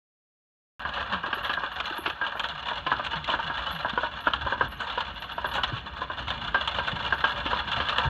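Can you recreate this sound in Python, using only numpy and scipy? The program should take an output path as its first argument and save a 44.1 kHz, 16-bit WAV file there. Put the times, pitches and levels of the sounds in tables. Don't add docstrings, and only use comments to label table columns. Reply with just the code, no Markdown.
import sys
import numpy as np
from scipy import signal
from scipy.fft import rfft, irfft, next_fast_len
from scipy.io import wavfile

SR = 44100
rng = np.random.default_rng(int(sys.argv[2]) if len(sys.argv) > 2 else 0)


def master(y):
    cut = np.clip(np.atleast_2d(y).T, -1, 1)
    pcm = np.round(cut * 32767)
    wavfile.write(sys.argv[1], SR, pcm.astype(np.int16))


N = 356769
TIME = np.arange(N) / SR
AGE = np.arange(SR // 4) / SR


def from_db(db):
    return 10 ** (np.asarray(db) / 20)


def rms_one(x):
    return x / np.sqrt(np.mean(x ** 2) + 1e-20)


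def blow_one(x):
    return x / np.sqrt(np.sum(x ** 2) / (.02 * SR) + 1e-20)


def in_time(rows):
    s, *columns = np.transpose(rows)
    return [np.interp(TIME, s, c) for c in columns]


def add(out, s, sound):
    at = max(round(s * SR), 0)
    out[at:at + len(sound)] += sound[:N - at]


def drift(rate):
    memory = np.exp(-80 * np.pi * rate / SR)
    noise = rng.standard_normal(N // 40 + 2002)
    slow = signal.lfilter([1], [1, -2 * memory, memory * memory], noise)[2000:]
    return np.interp(np.arange(N) / 40, np.arange(len(slow)), rms_one(slow))


def colour(x, spectrum):
    size = 2 * next_fast_len(len(x) // 2 + 2048)
    hz, db = np.transpose(spectrum)
    bins = np.maximum(np.arange(size // 2 + 1) * SR / size, 1)
    gains = from_db(np.interp(np.log(bins), np.log(hz), db))
    cepstrum = irfft(np.log(gains))
    cepstrum[1:size // 2] *= 2
    cepstrum[size // 2 + 1:] = 0
    return irfft(rfft(x, size) * np.exp(rfft(cepstrum)))[:len(x)]


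def fade(rise_s, t60):
    return (1 - np.exp(-AGE / rise_s)) * from_db(-60 * AGE / t60)


def struck_tone(hz, rise_s, t60):
    cushion = 1 - np.exp(-AGE / .0005)
    return np.sin(2 * np.pi * (hz * AGE + rng.random())) * fade(rise_s, t60) * cushion


def grains(per_s, spread_db, size=len(AGE)):
    strength = from_db(spread_db * np.minimum(rng.exponential(1, size), 4))
    return (rng.random(size) < per_s / SR) * strength * rng.choice([-1, 1], size)


def pebbles(touches, sharpness):
    pitches = np.geomspace(450, 8000, 30)
    stone_hit = rng.integers(0, len(pitches), len(touches))
    out = np.zeros(len(touches))
    for stone, hz in enumerate(pitches * rng.uniform(.96, 1.04, len(pitches))):
        b, a = signal.iirpeak(hz, sharpness, fs=SR)
        out += signal.lfilter(b, a, touches * (stone_hit == stone) + 1e-18) / np.sqrt(hz)
    return rms_one(out)


# (time [s], level [dB])
BREEZE = [(0.8, -50.5), (2.0, -57), (3.2, -49.5), (3.9, -53.5), (4.5, -49), (5.3, -51), (6.1, -48.5),
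          (6.9, -48.5), (8.0, -45.5)]
# (time [s], level [dB], fade time [s], pitch [times the usual])
GUSTS = [(4.411, -31.5, 0.22, 1.05), (5.722, -30, 0.13, 1.1), (6.259, -38.5, .1, 1.05),
         (6.927, -32.5, 0.075, 1.6), (7.759, -34.5, 0.12, 1.2), (8.04, -23, 0.22, 1.05)]
# (pitch [Hz], level [dB])
BREEZE_TONE = [(20, -37), (35, -17.5), (50, 0), (66, 2.5), (90, -6.5), (150, -8), (250, -13), (500, -24.5),
               (2000, -68), (12000, -86.5)]
GUST_TONE = [(25, -21), (50, 6), (75, 7.5), (120, 5), (190, -10), (330, -20), (1000, -47), (8000, -100)]
AIR_TONE = [(20, -35), (40, -12.5), (65, -10.5), (150, -17), (400, -19), (1200, -11.5), (3000, 5.5),
            (6000, -44.5), (15000, -32.5)]

def wind():
    breeze_db, = in_time(BREEZE)
    lumpy_noise = rng.standard_normal(N) * from_db(2.4 * drift(rate=10))
    out = from_db(breeze_db + 5) * rms_one(colour(lumpy_noise, BREEZE_TONE))
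    for s, db, t60, ratio in GUSTS:
        tone = [(hz * ratio, level_db) for hz, level_db in GUST_TONE]
        puff = rng.standard_normal(len(AGE)) * fade(0.019, t60)
        add(out, s, from_db(db + 0.5) * blow_one(colour(puff, tone)))
    return out + from_db(-56) * rms_one(colour(rng.standard_normal(N), AIR_TONE))


# (delay [s], level [dB])
ECHOES = [(.013, -19), (.031, -16.5), (.058, -22), (.11, -24)]

def echoes(x):
    out = np.zeros(N)
    dull = signal.sosfilt(signal.butter(2, 3500, fs=SR, output="sos"), x)
    for delay_s, db in ECHOES:
        add(out, delay_s, from_db(db) * dull)
    return out


# (time [s], starting pitch [Hz], level [dB])
HOOTS = [(1.113, 222, -36.5), (2.518, 173, -42.5), (2.86, 163.6, -41), (3.149, 180, -36), (3.439, 180, -39),
         (3.729, 186, -37), (6.35, 148, -45)]

def hoots():
    out = np.zeros(N)
    for s, hz, db in HOOTS:
        pitch = hz * (1 - 0.4 * (1 - np.exp(-AGE / .09)))
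        swell = fade(0.013, 0.41) * (1 - AGE / AGE[-1])
        tone = np.sin(2 * np.pi * np.cumsum(pitch) / SR)
        add(out, s, from_db(db) * swell / swell.max() * tone)
    return out


# (time [s], level [dB], fade time [share of a free ring's])
JINGLES = [(0.7941, -67, 0.8), (1.3444, -48, 0.45), (1.4272, -50, 0.94), (1.5065, -58, 0.59),
           (1.723, -59, 0.74), (1.8504, -58, 1), (1.953, -54, 0.67), (1.9796, -40, 0.64),
           (2.0774, -57, 0.8), (2.36, -58, 1), (2.4304, -61, 0.86), (3.713, -51, 0.95), (4.2068, -55, 0.8),
           (4.682, -56.5, 0.8), (4.7134, -53, 0.72), (5.1407, -65, 0.91), (5.1996, -52.5, 0.8),
           (5.3184, -59.5, 0.8), (5.466, -44, 0.99), (7.143, -53.5, 0.91), (7.2933, -62, 0.89)]
# (pitch [Hz], level [dB], fade time [s])
RING_TONES = [(10310, -19, .3), (10495, -16, .4), (10595, -12, .4), (11530, -13, .3), (11600, -7, .35),
              (11635, -4, .35), (11740, -11, .15), (12160, -10, .3), (12450, -20, .1)]

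def harness():
    out = np.zeros(N)
    chink_band = signal.butter(3, [10200, 13400], "band", fs=SR, output="sos")
    for s, db, share in JINGLES:
        bounce_times = np.cumsum(0.02 * rng.uniform(.4, 1.6, size=4))
        rattle = [(delay_s, -13.5 - 5.5 * k) for k, delay_s in enumerate(bounce_times)]
        for delay_s, touch_db in [(0, 0.021)] + rattle:
            burst = rng.standard_normal(len(AGE)) * fade(.0004, .04)
            chink = from_db(-20) * blow_one(signal.sosfilt(chink_band, burst))
            ring = np.zeros(len(AGE))
            for hz, tone_db, t60 in RING_TONES:
                gain = from_db(tone_db - 5 + rng.normal(0, 3.6))
                ring += gain * struck_tone(rng.normal(hz, 18), 0.0016, t60 * share)
            add(out, s + delay_s, from_db(db + touch_db) * (chink + ring))
    return out


# (time [s], level [dB], pitch [Hz])
KNOCKS = [(1.281, -34, 344), (1.37, -35, 398), (1.909, -32, 340), (1.989, -30, 345), (2.076, -29, 358),
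          (3.933, -29, 216), (4.269, -28.5, 300), (4.608, -35.5, 299), (5.721, -32.5, 312),
          (7.458, -28.5, 273)]

def low_knocks():
    out = np.zeros(N)
    for s, db, hz in KNOCKS:
        add(out, s, from_db(db + 5) * struck_tone(hz, rise_s=0.0011, t60=0.04))
    return out


# (time [s], low crunch level [dB], fine grit level [dB])
ROLLING = [(1.0, -35.5, -46.5), (1.74, -34.5, -40.5), (2.08, -35.5, -43.5), (2.29, -34, -43.5),
           (2.67, -37, -40.5), (3.53, -33.5, -38.5), (4.12, -39.5, -45), (4.49, -34.5, -41),
           (4.59, -39, -44), (5.28, -38, -42), (5.5, -34.5, -42), (5.79, -38, -45), (6.03, -39, -45),
           (6.54, -37, -40.5), (6.69, -36.5, -38.5), (7.34, -32, -37.5), (7.75, -31, -35.5),
           (8.05, -29, -37.5)]
# (pitch [Hz], level [dB])
CRUNCH_TONE = [(80, -63.5), (200, -1.5), (420, -19), (560, -9), (800, -6), (950, -0.5), (1250, 1),
               (1700, 2.5), (2050, -11.5), (3000, -0.5), (6000, -51)]
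GRIT_TONE = [(1000, -37.5), (2000, -5), (2500, -3), (2950, 5.5), (3500, 1), (4150, -8.5), (4900, -26.5),
             (6700, -28.5), (8000, -40.5), (10000, -45), (15000, -54.5)]
SNAP_TONE = [(3000, -18), (4500, -5), (5500, -1), (6700, 0), (8000, -11), (10000, -22), (15000, -41)]

def wheels():
    low_db, grit_db = in_time(ROLLING)
    slips = np.abs(grains(per_s=45, spread_db=1.5, size=N))
    settle_s, steady_share, most_added = 0.051, 0.35, 1.18
    settling = signal.lfilter([1], [1, -from_db(-60 / (settle_s * SR))], slips)
    clumps = steady_share + most_added * np.tanh(settling / most_added)
    touches = grains(per_s=6000, spread_db=2.0, size=N) * clumps
    gravel = pebbles(touches, sharpness=36.0) + from_db(-2) * rms_one(touches)
    low = from_db(low_db - 0.5) * rms_one(colour(gravel, CRUNCH_TONE))
    grit = from_db(grit_db + 2.0) * rms_one(colour(gravel, GRIT_TONE))
    spat = pebbles(grains(per_s=45, spread_db=4.5, size=N), sharpness=90.0)
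    snaps = from_db(grit_db - 36) * rms_one(colour(spat, SNAP_TONE))
    return low + grit + snaps


# (time [s], grit level [dB], low crunch level [dB], snap level [dB], base fade time [s])
CRACKS = [(0.8886, -26.5, -31, -67, 0.064), (0.9356, -24.5, -34, -61, 0.15), (1.0041, -24.5, -24, -64, 0.2),
          (1.1214, -23.5, -23, -64, 0.26), (1.259, -28, -25.5, -58, 0.1), (1.445, -21.5, -29, -63, 0.22),
          (1.5313, -21.5, -25.5, -60, 0.07), (1.8006, -18, -24.5, -55, 0.036),
          (1.8542, -24, -34, -63, 0.038), (1.899, -26, -28.5, -55, 0.028), (2.0981, -23, -28, -60, 0.029),
          (2.2638, -21.5, -26.5, -62, 0.15), (2.395, -19, -25.5, -33, 0.05),
          (2.4358, -20.5, -25.5, -60, 0.1), (2.4862, -27.5, -36, -64, 0.029),
          (2.6842, -24.5, -26.5, -63, 0.076), (3.046, -25.5, -38, -37, 0.048),
          (3.0644, -23, -32.5, -52, 0.036), (3.242, -26.5, -50, -50, 0.031),
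          (3.2988, -17.5, -29, -59, 0.13), (3.5705, -22.5, -23.5, -57, 0.23),
          (3.661, -20, -23.5, -55, 0.25), (3.8944, -23, -27, -67, 0.042), (4.3341, -16, -20, -58, 0.078),
          (4.8023, -23.5, -23, -38, 0.26), (4.8971, -23, -29.5, -63, 0.24), (5.0031, -22, -26, -53, 0.098),
          (5.221, -28.5, -33, -64, 0.036), (5.5366, -23.5, -27, -32, 0.2), (5.5501, -21, -24, -36, 0.085),
          (5.6331, -15.5, -21.5, -59, 0.085), (5.7678, -25.5, -38, -57, 0.14),
          (6.1808, -26.5, -28.5, -66, 0.23), (6.2797, -22.5, -31.5, -47, 0.097),
          (6.3027, -19.5, -24, -55, 0.11), (6.474, -25.5, -27.5, -59, 0.12), (6.609, -21.5, -26, -61, 0.1),
          (6.6742, -18, -24.5, -34, 0.043), (6.7442, -21.5, -24.5, -66, 0.26),
          (6.8728, -22, -22, -40, 0.12), (7.0504, -24, -27.5, -63, 0.054),
          (7.7159, -20.5, -26.5, -44, 0.031), (7.8854, -17, -24.5, -60, 0.16),
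          (7.9825, -13, -19, -48, 0.028)]

def cracking_stones():
    out = np.zeros(N)
    for s, db, low_db, snap_db, base_t60 in CRACKS:
        hardness_db = db + 23
        t60 = base_t60 * 2 ** (-.08 * hardness_db)
        settling = from_db(-24) * fade(.004, .16)
        cracks = grains(per_s=6000, spread_db=4.0) * (fade(.0008, t60) + settling)
        stones = rms_one(cracks) + from_db(-1) * pebbles(cracks, sharpness=24.0)
        grit = from_db(-10) * blow_one(colour(stones, GRIT_TONE))
        low = from_db(low_db - 4) * blow_one(colour(stones, CRUNCH_TONE))
        snap = from_db(snap_db - 21) * blow_one(colour(stones, SNAP_TONE))
        iron = struck_tone(rng.normal(3000, 90), 0.00054, 0.036)
        clink = from_db(-22.5 + 0.7 * hardness_db) * blow_one(iron)
        add(out, s, from_db(db) * (grit + clink) + low + snap)
    return out


# (time [s], clop level [dB], sole pitch [Hz], shoe pitch [Hz], thud level [dB],
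# scuff level [dB], lean from sole onto shoe [dB], fade time of sole and shoe [s])
STEPS = [(0.85, -17.5, 1186, 1637, -39.5, -38, 3, 0.052), (0.98, -31, 1120, 1640, -39.5, -34.5, 9, 0.08),
         (1.131, -17, 1114, 1523, -39, -29.5, 0.5, 0.1), (1.237, -20.5, 1100, 1630, -53, -40.5, 0, 0.08),
         (1.328, -16.5, 1124, 1613, -47, -28.5, 1.5, 0.059), (1.494, -17, 1202, 1656, -46, -28, 2.5, 0.13),
         (1.571, -18, 1006, 1610, -43, -51, 4.5, 0.071), (1.634, -18, 1045, 1626, -40, -40, 1, 0.11),
         (2.059, -17.5, 1128, 1410, -38, -24.5, 3, 0.085), (2.213, -17, 926, 1614, -41, -36, 7, 0.2),
         (2.351, -24, 1055, 1380, -39, -59, 0.5, 0.061), (2.713, -24, 954, 1470, -32.5, -44, 0.5, 0.062),
         (2.864, -16.5, 1044, 1703, -47, -28.5, -4.5, 0.24),
         (2.916, -9.5, 984, 1656, -39, -31.5, 0.5, 0.035), (2.995, -19, 1190, 1540, -34.5, -40, 0.5, 0.086),
         (3.131, -19, 919, 1634, -48, -31, -1, 0.087), (3.288, -17.5, 1046, 1493, -27, -35, -2, 0.08),
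         (3.337, -14, 976, 1580, -45, -47, -1.5, 0.047), (3.389, -17, 923, 1625, -39, -41, -1, 0.067),
         (3.498, -17, 935, 1655, -41, -41, 0, 0.12), (3.846, -16, 976, 1627, -30.5, -49, -0.5, 0.067),
         (3.975, -16.5, 971, 1467, -25.5, -33.5, 6.5, 0.069),
         (4.032, -16, 940, 1474, -29.5, -36, 2.5, 0.14), (4.27, -11, 969, 1410, -28.5, -29, 5, 0.036),
         (4.464, -18, 1029, 1580, -32, -43, -0.5, 0.087), (4.523, -16, 975, 1560, -29.5, -55, 5.5, 0.042),
         (4.609, -10, 979, 1574, -26, -35.5, 1, 0.053), (4.975, -19.5, 968, 1444, -30, -31.5, 0.5, 0.091),
         (5.379, -21, 947, 1440, -34.5, -38, -4.5, 0.059), (5.444, -16.5, 973, 1594, -35, -58, -0.5, 0.061),
         (5.58, -16.5, 1125, 1486, -36.5, -34, 3.5, 0.13), (6.016, -22, 1017, 1670, -39, -42, -6.5, 0.032),
         (6.099, -21.5, 1030, 1570, -36.5, -43, 1, 0.08), (6.544, -10, 1170, 1592, -31.5, -28, 6, 0.19),
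         (6.785, -15, 958, 1583, -32, -31.5, 0.5, 0.24), (7.124, -13.5, 1045, 1600, -37, -33, 6, 0.033),
         (7.24, -10, 1105, 1606, -35, -24, 2.5, 0.08), (7.461, -20, 914, 1710, -34, -26, -1, 0.15),
         (7.53, -16, 964, 1476, -32.5, -32, -3.5, 0.041),
         (7.801, -16.5, 1160, 1630, -33.5, -27, 2.5, 0.047)]
# (pitch [Hz], level [dB])
CRUSH_TONE = [(100, -15.5), (250, -8), (520, -7.5), (780, -3), (950, 1), (1300, 2.5), (1680, 1.5),
              (2000, -24), (3000, -30), (6000, -78.5)]
THUD_TONE = [(60, -12), (200, -8), (330, -0.5), (420, -11.5), (560, -6.5), (740, -11), (1000, 19.5),
             (3000, -63)]
SCUFF_TONE = [(1000, -20.5), (2000, -11), (2550, -4.5), (2950, 1.5), (3500, -6.5), (4100, -14),
              (5000, -26.5), (7000, -45), (10000, -56.5), (15000, -65)]

def hooves():
    out = np.zeros(N)
    for s, clop_db, sole_hz, shoe_hz, thud_db, scuff_db, lean_db, t60 in STEPS:
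        press = fade(.0006, 0.086) + from_db(-13) * fade(0.0044, 0.21)
        crush = grains(per_s=6600, spread_db=0.5) * press
        gravel = from_db(-13) * blow_one(colour(crush, CRUSH_TONE))
        low_tone = struck_tone(rng.uniform(481, 680), rise_s=0.00055, t60=0.05)
        thud = from_db(thud_db - 4.5) * (blow_one(colour(crush, THUD_TONE)) + blow_one(low_tone))
        sole = from_db(-14.5 - lean_db) * blow_one(struck_tone(sole_hz, 0.0045, t60))
        shoe = from_db(-16 + lean_db) * blow_one(struck_tone(shoe_hz, 0.00065, t60))
        clop = from_db(clop_db) * (gravel + sole + shoe)
        spray = grains(per_s=4000, spread_db=2.5) * fade(0.0017, .13)
        clink = from_db(-11.5) * blow_one(struck_tone(rng.normal(2950, 110), 0.00034, 0.04))
        scuff = from_db(-5.5) * blow_one(colour(spray, SCUFF_TONE))
        add(out, s, clop + thud + from_db(scuff_db) * (scuff + clink))
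    return out


def scene():
    blows = hooves() + cracking_stones() + low_knocks()
    return (blows + echoes(blows) + wheels() + harness() + hoots() + wind())[None]


def record(dry):
    start_s, fade_s, cutoff_hz = .795, .004, 15700
    gate = (TIME >= start_s) * np.minimum((TIME[-1] - TIME) / fade_s, 1)
    treble_cut = signal.ellip(10, .1, 70, cutoff_hz, fs=SR, output="sos")
    return signal.sosfilt(treble_cut, dry * gate)


dry = scene()
out = record(dry)
master(out)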